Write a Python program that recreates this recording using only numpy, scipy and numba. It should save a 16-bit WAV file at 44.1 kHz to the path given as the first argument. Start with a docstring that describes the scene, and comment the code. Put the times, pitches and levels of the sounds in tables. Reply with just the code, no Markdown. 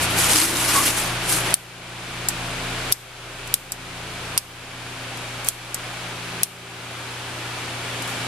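"""A fan rushes and hums while a hand stuffs crumpled paper into a small firebrick stove.
The paper rustles by friction and cracks where its folds buckle. Six tries to light a gas torch follow:
the piezo igniter's hammer sets the housing and metal parts ringing, and three times the trigger is heard
springing back. Each snap overloads the microphone, whose gain control ducks the rush and lets it
swell back."""
import sys
import numpy as np
from scipy import signal
from scipy.fft import rfft, irfft
from scipy.io import wavfile
from scipy.ndimage import uniform_filter1d
from numba import njit

SR = 44100
rng = np.random.default_rng(int(sys.argv[2]) if len(sys.argv) > 2 else 0)


def to_wav(s):
    """Save 16-bit WAV."""
    ch = np.atleast_2d(s).T  # columns
    pcm = np.round(np.clip(ch, -1, 1) * 32767)  # PCM
    wavfile.write(sys.argv[1], SR, pcm.astype(np.int16))


N = 364998
TIME = np.arange(N) / SR

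# the fan as the listener moves: (time [s], rush level [dB], throb gain [dB])
FAN_LEVELS = [(0, -22.7, 2), (1.3, -25.5, 1.5), (2.4, -25, 3), (3.4, -25.5, 4), (5.2, -25, 1), (7, -26, -9),
              (8.28, -25, -5)]
# spectrum of crushed paper: (frequency [Hz], gain [dB])
PAPER_SPECTRUM = [(100, -17), (230, -9), (320, 5.5), (410, -9), (510, -5.5), (1100, 1.5), (2300, 1.5),
                  (4200, -0.5), (6500, 0.5), (8500, 2.5), (11000, 3), (13000, -5.5), (15000, -13),
                  (16000, -39)]


def amp(db):
    """Decibels as an amplitude ratio."""
    return 10 ** (np.asarray(db) / 20)


def unit(x):
    """Power normalisation to rms 1."""
    return x / np.sqrt(np.mean(x ** 2) + 1e-20)


def hit(x):
    """Energy normalisation: each channel equals 10 ms at rms 1."""
    return x / np.sqrt(np.sum(x ** 2, 1, keepdims=True) / (SR / 100))


def curves(rows):
    """Linear interpolation of each column over time."""
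    times, *columns = np.transpose(rows)
    return [np.interp(TIME, times, column) for column in columns]


def add(mix, start_s, sound):
    """Superposition of a stereo sound on the mix."""
    part = mix[:, max(round(start_s * SR), 0):][:, :sound.shape[1]]
    part += sound[:, :part.shape[1]]


def colour(x, spectrum, size=2048):
    """Minimum-phase filtering by a spectrum drawn on a log-frequency axis."""
    hz, db = np.transpose(spectrum)
    bins_hz = abs(np.fft.fftfreq(size, 1 / SR))
    log_gain = np.log(amp(np.interp(np.log(bins_hz + 1), np.log(hz + 1), db)))
    taps = np.fft.ifft(np.exp(np.conj(signal.hilbert(log_gain)))).real
    return signal.oaconvolve(x, taps[None, :size // 2], axes=1)[:, :x.shape[1]]


def spread(x, side_spectrum):
    """Mid-side stereo: an uncorrelated side signal gives width."""
    side = colour(x[1:], side_spectrum)[0]
    return np.array([x[0] + side, x[0] - side])


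def drift(rate_hz):
    """Random modulation: low-passed noise of rms 1."""
    hz = np.fft.rfftfreq(N // 32, 32 / SR)
    slow = irfft(rfft(rng.standard_normal(N // 32)) / (1 + (hz / rate_hz) ** 4))
    return unit(np.interp(np.arange(N) / 32, np.arange(len(slow)), slow))


def fan_rush(waver_db=0.3):
    """Turbulent air radiates broadband noise."""
    # spectrum of the airflow: (frequency [Hz], gain [dB])
    spectrum = [(60, -7), (100, -5), (190, -5), (340, -2.5), (480, -2), (720, 0.84), (1100, -0.8),
                (1480, 0.6), (1800, -2), (2100, -2.7), (2300, 0.3), (2600, -1.5), (3300, -3.5),
                (3700, -5.5), (4500, -8), (5700, -12.5), (10000, -16), (11500, -19), (13200, -28.5),
                (15500, -43)]
    # stereo width: (frequency [Hz], side minus mid [dB])
    width = [(60, -15), (110, -66), (200, -20), (380, -13), (700, -12), (1290, -7.5), (2380, -3.5),
             (4400, -3), (8120, 1.5), (15000, 1)]
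    rush_db, _ = curves(FAN_LEVELS)
    air = colour(spread(rng.standard_normal((2, N)), width), spectrum)
    air = unit(signal.sosfilt(signal.butter(2, 60, "high", fs=SR, output="sos"), air))
    return air * amp(rush_db + waver_db * drift(3.1))


def fan_motor(shaft_hz=29.06, hum_hz=120.05, hum_db=-34.5, whirr_hz=(87.2, 174.3, 261.4)):
    """Periodic forcing: an unbalanced shaft throbs at its harmonics, and the mains drives a hum."""
    # low shaft harmonics: (order, level [dB])
    throb_orders = [(1, -45), (2, -48), (4, -52.5), (5, -50)]
    # three tones swell and fade: (time [s], low level [dB], middle level [dB], high level [dB])
    whirr_levels = [(0, -36, -38.5, -42.5), (0.6, -41, -40, -41), (0.9, -43.5, -42.5, -40),
                    (1.3, -55, -40, -53), (1.9, -50.5, -38.5, -51.5), (2.65, -46, -38.5, -39),
                    (3.15, -47.5, -50, -56), (3.8, -44, -38.5, -43.5), (4.45, -40, -40, -45.5),
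                    (5.05, -48, -44.5, -40), (5.45, -51, -45, -43.5), (5.9, -52, -43, -49.5),
                    (6.2, -51, -38, -45), (6.6, -45, -37, -48.5), (7.05, -47, -50, -46.5),
                    (7.7, -46, -47.5, -45.5), (8.28, -51, -42, -38.5)]
    # high shaft harmonics: (order, level [dB])
    whine_orders = [(7, -57), (8, -56.5), (10, -56), (15, -54.5), (18, -51)]
    # the hum's third harmonic and its sidebands: (offset [shaft rates], level [dB])
    sidebands = [(-1, -47.5), (0, -51), (1, -46)]

    def tone(hz, db, waver_db):
        peak = np.sqrt(2) * amp(db + waver_db * drift(0.95))
        return peak * np.sin(2 * np.pi * (hz * TIME + rng.random()))
    _, throb_db = curves(FAN_LEVELS)
    throb = sum(tone(order * shaft_hz, db + throb_db, 2) for order, db in throb_orders)
    whirr = sum(tone(hz, db, 0.5) for hz, db in zip(whirr_hz, curves(whirr_levels)))
    whine = sum(tone(order * shaft_hz, db, 2.5) for order, db in whine_orders)
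    whine += sum(tone(3 * hum_hz + step * shaft_hz, db, 2.5) for step, db in sidebands)
    return throb + whirr + whine + tone(hum_hz, hum_db, 0.5)


def crushing(attack_s=0.035, release_s=0.036, settle_s=0.086, settle_db=-3, settle_db_per_octave=-1.5):
    """Incoherent sources add in power: pushes and the wad's settling set the rustle's gain and tilt."""
    # the hand presses the paper: (start [s], length [s], level [dB], tilt [dB/octave])
    pushes = [(-0.01, 0.043, -28.5, 4.5), (0.078, .05, -31, 1), (0.152, 0.11, -21.5, 1),
              (0.276, 0.075, -17.5, 0), (0.335, 0.11, -15, 0.5), (0.46, 0.041, -19.5, -3),
              (0.524, 0.13, -20.5, -1.5), (0.653, 0.1, -19.5, -0.8), (0.733, 0.1, -17.5, 0),
              (0.83, 0.04, -15.5, 0.5), (0.94, 0.06, -22.5, 0), (1.02, 0.047, -30.5, -3.5),
              (1.2, 0.093, -32, -2), (1.269, 0.076, -22, 2.5), (1.424, 0.065, -30.5, -4)]
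    power, tilt = np.full(N, 1e-12), np.zeros(N)
    for start, length, db, push_tilt in pushes:
        rise = np.clip((TIME - start) / attack_s, 0, 1)
        after_s = np.maximum(TIME - start - length, 0)
        pressed = (amp(db) * rise * np.exp(-after_s / release_s)) ** 2
        settling = (amp(db + settle_db) * rise * np.exp(-after_s / settle_s)) ** 2
        power += pressed + settling
        tilt += pressed * push_tilt + settling * settle_db_per_octave
    return np.sqrt(power), tilt / power


def paper_rustle(grains_per_s=6000, slide_gain=1.9, pivot_hz=4000, folds_db=1.5, clump_hz=74):
    """Shot noise of snapping fibres comes in clumps over the friction hiss of paper on brick."""
    # stereo width: (frequency [Hz], side minus mid [dB])
    width = [(60, -20), (110, -20), (200, -20), (380, -21), (700, -9), (1290, -11), (2380, -5.5),
             (4400, -6), (8120, -4), (15000, -0.5)]
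    gain, tilt = crushing()
    grains = (rng.random(N) < grains_per_s / SR) * amp(np.minimum(rng.exponential(1, N), np.pi))
    fibres = unit(grains * rng.standard_normal((2, N)))
    hiss = slide_gain * rng.standard_normal((2, N))
    rustle = unit(colour(spread(fibres + hiss, width), PAPER_SPECTRUM))
    hz, times, bands = signal.stft(rustle, SR, nperseg=256)
    octaves = np.log2(np.maximum(hz, 500) / pivot_hz)[:, None]
    # each moving fold favours its own band for a moment
    folds = uniform_filter1d(rng.standard_normal(bands.shape[1:]), size=7, axis=0)
    folds = unit(uniform_filter1d(folds, size=6, axis=1))
    bands = bands * amp(octaves * np.interp(times, TIME, tilt) + folds_db * folds)
    rustle = signal.istft(bands, SR, nperseg=256)[1][:, :N]
    return rustle * gain * amp(drift(clump_hz))


def burst(decay_s, wall_db=-17, wall_s=0.0069, room_db=-40, room_s=0.12):
    """Reverberation: a contact's noise dies fast, scattered by the bricks and for longer by the room."""
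    t = TIME[:SR // 4]
    level = np.exp(-t / decay_s) + amp(wall_db) * np.exp(-t / wall_s) + amp(room_db) * np.exp(-t / room_s)
    return level * rng.standard_normal((2, len(t)))


def resonate(x, hz, width_hz):
    """A second-order resonance passes one band."""
    return signal.lfilter(*signal.iirpeak(hz, hz / width_hz, fs=SR), x)


def paper_creases(decay_cycles=4.5, width_hz=820):
    """Buckling: a fold gives way with a crack that excites one resonance."""
    # cracking folds: (time [s], level [dB], pitch [Hz])
    creases = [(.043, -27, 2300), (.201, -22, 9000), (.304, -23, 5000), (.334, -17.5, 10000),
               (.36, -14.5, 4900), (.368, -19, 6200), (.386, -17.5, 4800), (.402, -15, 8200),
               (.416, -15, 4200), (.422, -21, 5000), (.441, -16, 9000), (.5697, -21, 6500),
               (.683, -22, 9500), (.879, -19, 2600), (1.325, -21, 11000), (1.387, -24.5, 10000),
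               (1.405, -29, 11000), (1.507, -30, 9000)]
    out = np.zeros((2, N))
    for start, db, hz in creases:
        crack = colour(burst(decay_cycles / hz, wall_db=-14), PAPER_SPECTRUM)
        ring = resonate(crack, hz, width_hz)
        add(out, start, amp(db) * hit(hit(crack) + hit(ring)))
    return out


def paper_rubs(pitch_waver=0.015):
    """Friction drives resonances: the hollow of the stove, a squeak on brick, the crunch of the wad."""
    # rubbed resonances: (middle [s], length [s], frequency [Hz], bandwidth [Hz], level [dB])
    rubs = [(0.49, 0.44, 318, 60, -29), (0.81, 0.22, 312, 70, -29), (1.33, .11, 320, 60, -36.5),
            (.765, .05, 1010, 120, -25), (.794, 0.1, 1120, 22, -18.5), (0.765, .11, 1550, 300, -28),
            (.38, .14, 4700, 1600, -24), (.868, .07, 4800, 3000, -24)]
    out = np.zeros(N)
    for middle, length, hz, width_hz, db in rubs:
        pole = np.exp(-np.pi * width_hz / SR)
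        friction = rng.standard_normal(N) + 1j * rng.standard_normal(N)
        band = signal.lfilter([1 - pole], [1, -pole], friction)
        band /= np.sqrt(abs(band))  # friction feeds the resonance fairly evenly
        phase = 2 * np.pi * np.cumsum(hz * (1 + pitch_waver * drift(20))) / SR
        swell = np.cos(np.pi * np.clip((TIME - middle) / length, -0.5, 0.5))
        out += amp(db) * swell * unit((band * np.exp(1j * phase)).real)
    return out


def mode(hz, decay_s, right_lag_turns=0.23):
    """A damped oscillation, lagging in phase on the right."""
    t = TIME[:SR // 4]
    turns = hz * t + rng.random() - np.array([[0], [right_lag_turns]])
    return np.exp(-t / decay_s) * np.sin(2 * np.pi * turns)


def clack(hz, decay_s, width_hz=1900):
    """Heavy damping gives the plastic housing one broad resonance."""
    return hit(resonate(resonate(burst(decay_s), hz, width_hz), hz, width_hz))


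def cluster(hz, decay_s, count=3, detune=0.02):
    """Close modes beat into a diffuse ring."""
    pitches = hz * (1 + detune * rng.uniform(-1.04, 1, count))
    return sum(mode(pitch, decay_s) for pitch in pitches) / np.sqrt(count)


def igniter(rattle_s=0.00073, pair_ratio=1.076, pair_db=-1.5, falloff_db_per_octave=16):
    """Impact excitation: a sprung hammer hits the crystal and rebounds, ringing housing and metal."""
    # hammer strikes; the grip sets the pitch of knock and clack: (time [s], level [dB],
    # ring [Hz], ring gain [dB], rebound delay [s], rebound gain [dB], knock [Hz], knock gain [dB],
    # clack [Hz], clack gain [dB], metal gain [dB])
    snaps = [(1.5411, 1.5, 9750, 1, 0.0012, 4.5, 2300, -20, 4300, -14, 5),
             (2.9235, 2.5, 11200, 1, 0.0016, 1, 3630, -20, 5400, -6.5, -8),
             (3.5408, 0.5, 10640, 0, 0.0014, -2, 3400, -11, 5230, -27, -3),
             (4.3770, 2, 10830, 2.5, 0.0025, -5.5, 2750, -12, 5200, -4.5, -5),
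             (5.4867, -2, 10360, 0, 0.0012, -21, 3270, -17, 7340, -9, 2),
             (6.4330, 1, 10800, 1.5, 0.0031, -9, 2710, -15, 5470, -6, 0)]
    # spectrum of the impact's rattle: (frequency [Hz], gain [dB])
    spectrum = [(100, -37), (700, -39), (2000, -19), (3500, -4.5), (6000, -4.5), (8500, 0.5), (11000, -3),
                (13000, -0.5), (15000, -24), (16500, -33)]
    # modes of the torch's metal parts: (frequency [Hz], gain [dB], decay [s])
    metal_modes = [(2720, -1, .004), (3540, 0, .005), (4400, -8, 0.028), (9700, -32, 0.028),
                   (10750, -29, .018), (11150, -17, 0.026), (12100, -28, .018), (13600, -26, .02)]
    out = np.zeros((2, N))
    for (start, db, ring_hz, ring_db, delay_s, rebound_db,
         knock_hz, knock_db, clack_hz, clack_db, metal_db) in snaps:
        def blow(ring_s):
            contact = burst(rattle_s, wall_db=-9.5, wall_s=0.0057, room_db=-32, room_s=0.082)
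            rattle = hit(colour(contact, spectrum))
            ring = hit(mode(ring_hz, ring_s) + amp(pair_db) * mode(pair_ratio * ring_hz, ring_s))
            return rattle + amp(ring_db) * ring + amp(clack_db) * clack(clack_hz, decay_s=0.0043)
        snap = blow(ring_s=0.0005) + amp(knock_db) * hit(mode(knock_hz, decay_s=0.003))
        add(snap, delay_s, amp(rebound_db) * blow(ring_s=0.002))
        for hz, mode_db, decay_s in metal_modes:
            # modes far from the hammer's ring are excited less
            falloff_db = falloff_db_per_octave * abs(np.log2(hz / ring_hz))
            snap += amp(metal_db + mode_db - falloff_db) * cluster(hz, decay_s)
        add(out, start, amp(db) * hit(snap))
    return out


def trigger(latch_hz=12700, latch_db=-10):
    """Elastic recoil: the trigger clacks home and its spring rings; sliding friction adds scrapes."""
    # returns: (time [s], level [dB], ring [Hz], ring gain [dB], clack [Hz], clack gain [dB])
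    returns = [(2.2862, -11, 8150, -11, 5100, -11), (3.7200, -10, 7800, -3, 5500, -11),
               (5.7445, -12.5, 7970, -5, 5800, -19)]
    # the trigger slides and the nozzle brushes the paper: (time [s], level [dB], decay [s])
    scrapes = [(2.917, -28, .006), (3.385, -39, .004), (3.4746, -28, .004), (5.173, -32, .005),
               (5.4455, -24.5, .005), (5.461, -27, .012), (5.469, -21, 0.022), (8.0218, -28, 0.0057),
               (8.0756, -33, .004), (8.088, -29, .04)]
    # spectrum of these contacts: (frequency [Hz], gain [dB])
    spectrum = [(100, -36), (1500, -18), (3500, -15), (5000, -5), (5900, -4), (7500, -0.5), (9000, 1),
                (9900, -3.5), (12800, -2.5), (14000, -13), (15300, -11), (16000, -28)]
    out = np.zeros((2, N))
    for start, db, ring_hz, ring_db, clack_hz, clack_db in returns:
        rattle = hit(colour(burst(decay_s=0.0031, wall_db=-13, wall_s=0.013), spectrum))
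        spring = amp(ring_db) * hit(mode(ring_hz, decay_s=0.0029))
        latch = amp(latch_db) * hit(mode(latch_hz, decay_s=0.00083))
        housing = amp(clack_db) * clack(clack_hz, decay_s=0.0051)
        add(out, start, amp(db) * hit(rattle + spring + latch + housing))
    for start, db, decay_s in scrapes:
        add(out, start, amp(db) * hit(colour(burst(decay_s), spectrum)))
    return out


def scene(balance_db=0.42):
    """Fan, paper and torch superpose; a level difference places them a little to the left."""
    fan = fan_rush() + fan_motor()
    paper = paper_rustle() + paper_creases() + paper_rubs()
    return (fan + paper + igniter() + trigger()) * amp([[balance_db], [-balance_db]])


@njit
def gain_reduction(over_db, hold_samples, fast_step, charge, slow_step):
    """Peak hold with two releases: a quick one, then a slow one from a level built by earlier peaks."""
    out = np.zeros(len(over_db))
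    fast, slow, wait = 0., 0., 0.
    for i in range(len(over_db)):
        wait -= 1
        if over_db[i] > fast:
            fast, wait = over_db[i], hold_samples
        elif wait < 0:
            fast = max(fast - fast_step, 0.)
        slow = slow + charge * (fast - slow) if fast > slow else max(slow - slow_step, 0.)
        out[i] = max(fast, slow)
    return out


def record(dry, threshold_db=-16, sense_s=0.0087, attack_s=0.00022, hold_s=0.066,
           fast_db_per_s=18, charge_s=1.25, slow_db_per_s=3.5, edge_hz=16000):
    """Automatic gain control lags, so each snap's first cycles clip; a band limit follows."""
    # treble roll-off: (frequency [Hz], gain [dB])
    treble_loss = [(100, 0), (13500, 0), (15000, -2), (16000, -7)]

    def lag(x, seconds):
        pole = np.exp(-1 / (seconds * SR))
        return signal.lfilter([1 - pole], [1, -pole], x)
    power = lag((dry ** 2).mean(0), sense_s)
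    over_db = 10 * np.log10(power + 1e-12) - threshold_db
    duck_db = gain_reduction(over_db, hold_s * SR, fast_db_per_s / SR,
                             1 / (charge_s * SR), slow_db_per_s / SR)
    clipped = np.clip(dry * amp(-lag(duck_db, attack_s)), -1, 1)
    dulled = colour(clipped, treble_loss)
    low_pass = signal.firwin(255, edge_hz, window=("kaiser", 9), fs=SR)
    return np.clip(signal.oaconvolve(dulled, low_pass[None], "same", axes=1), -1, 1)


dry = scene()
out = record(dry)
to_wav(out)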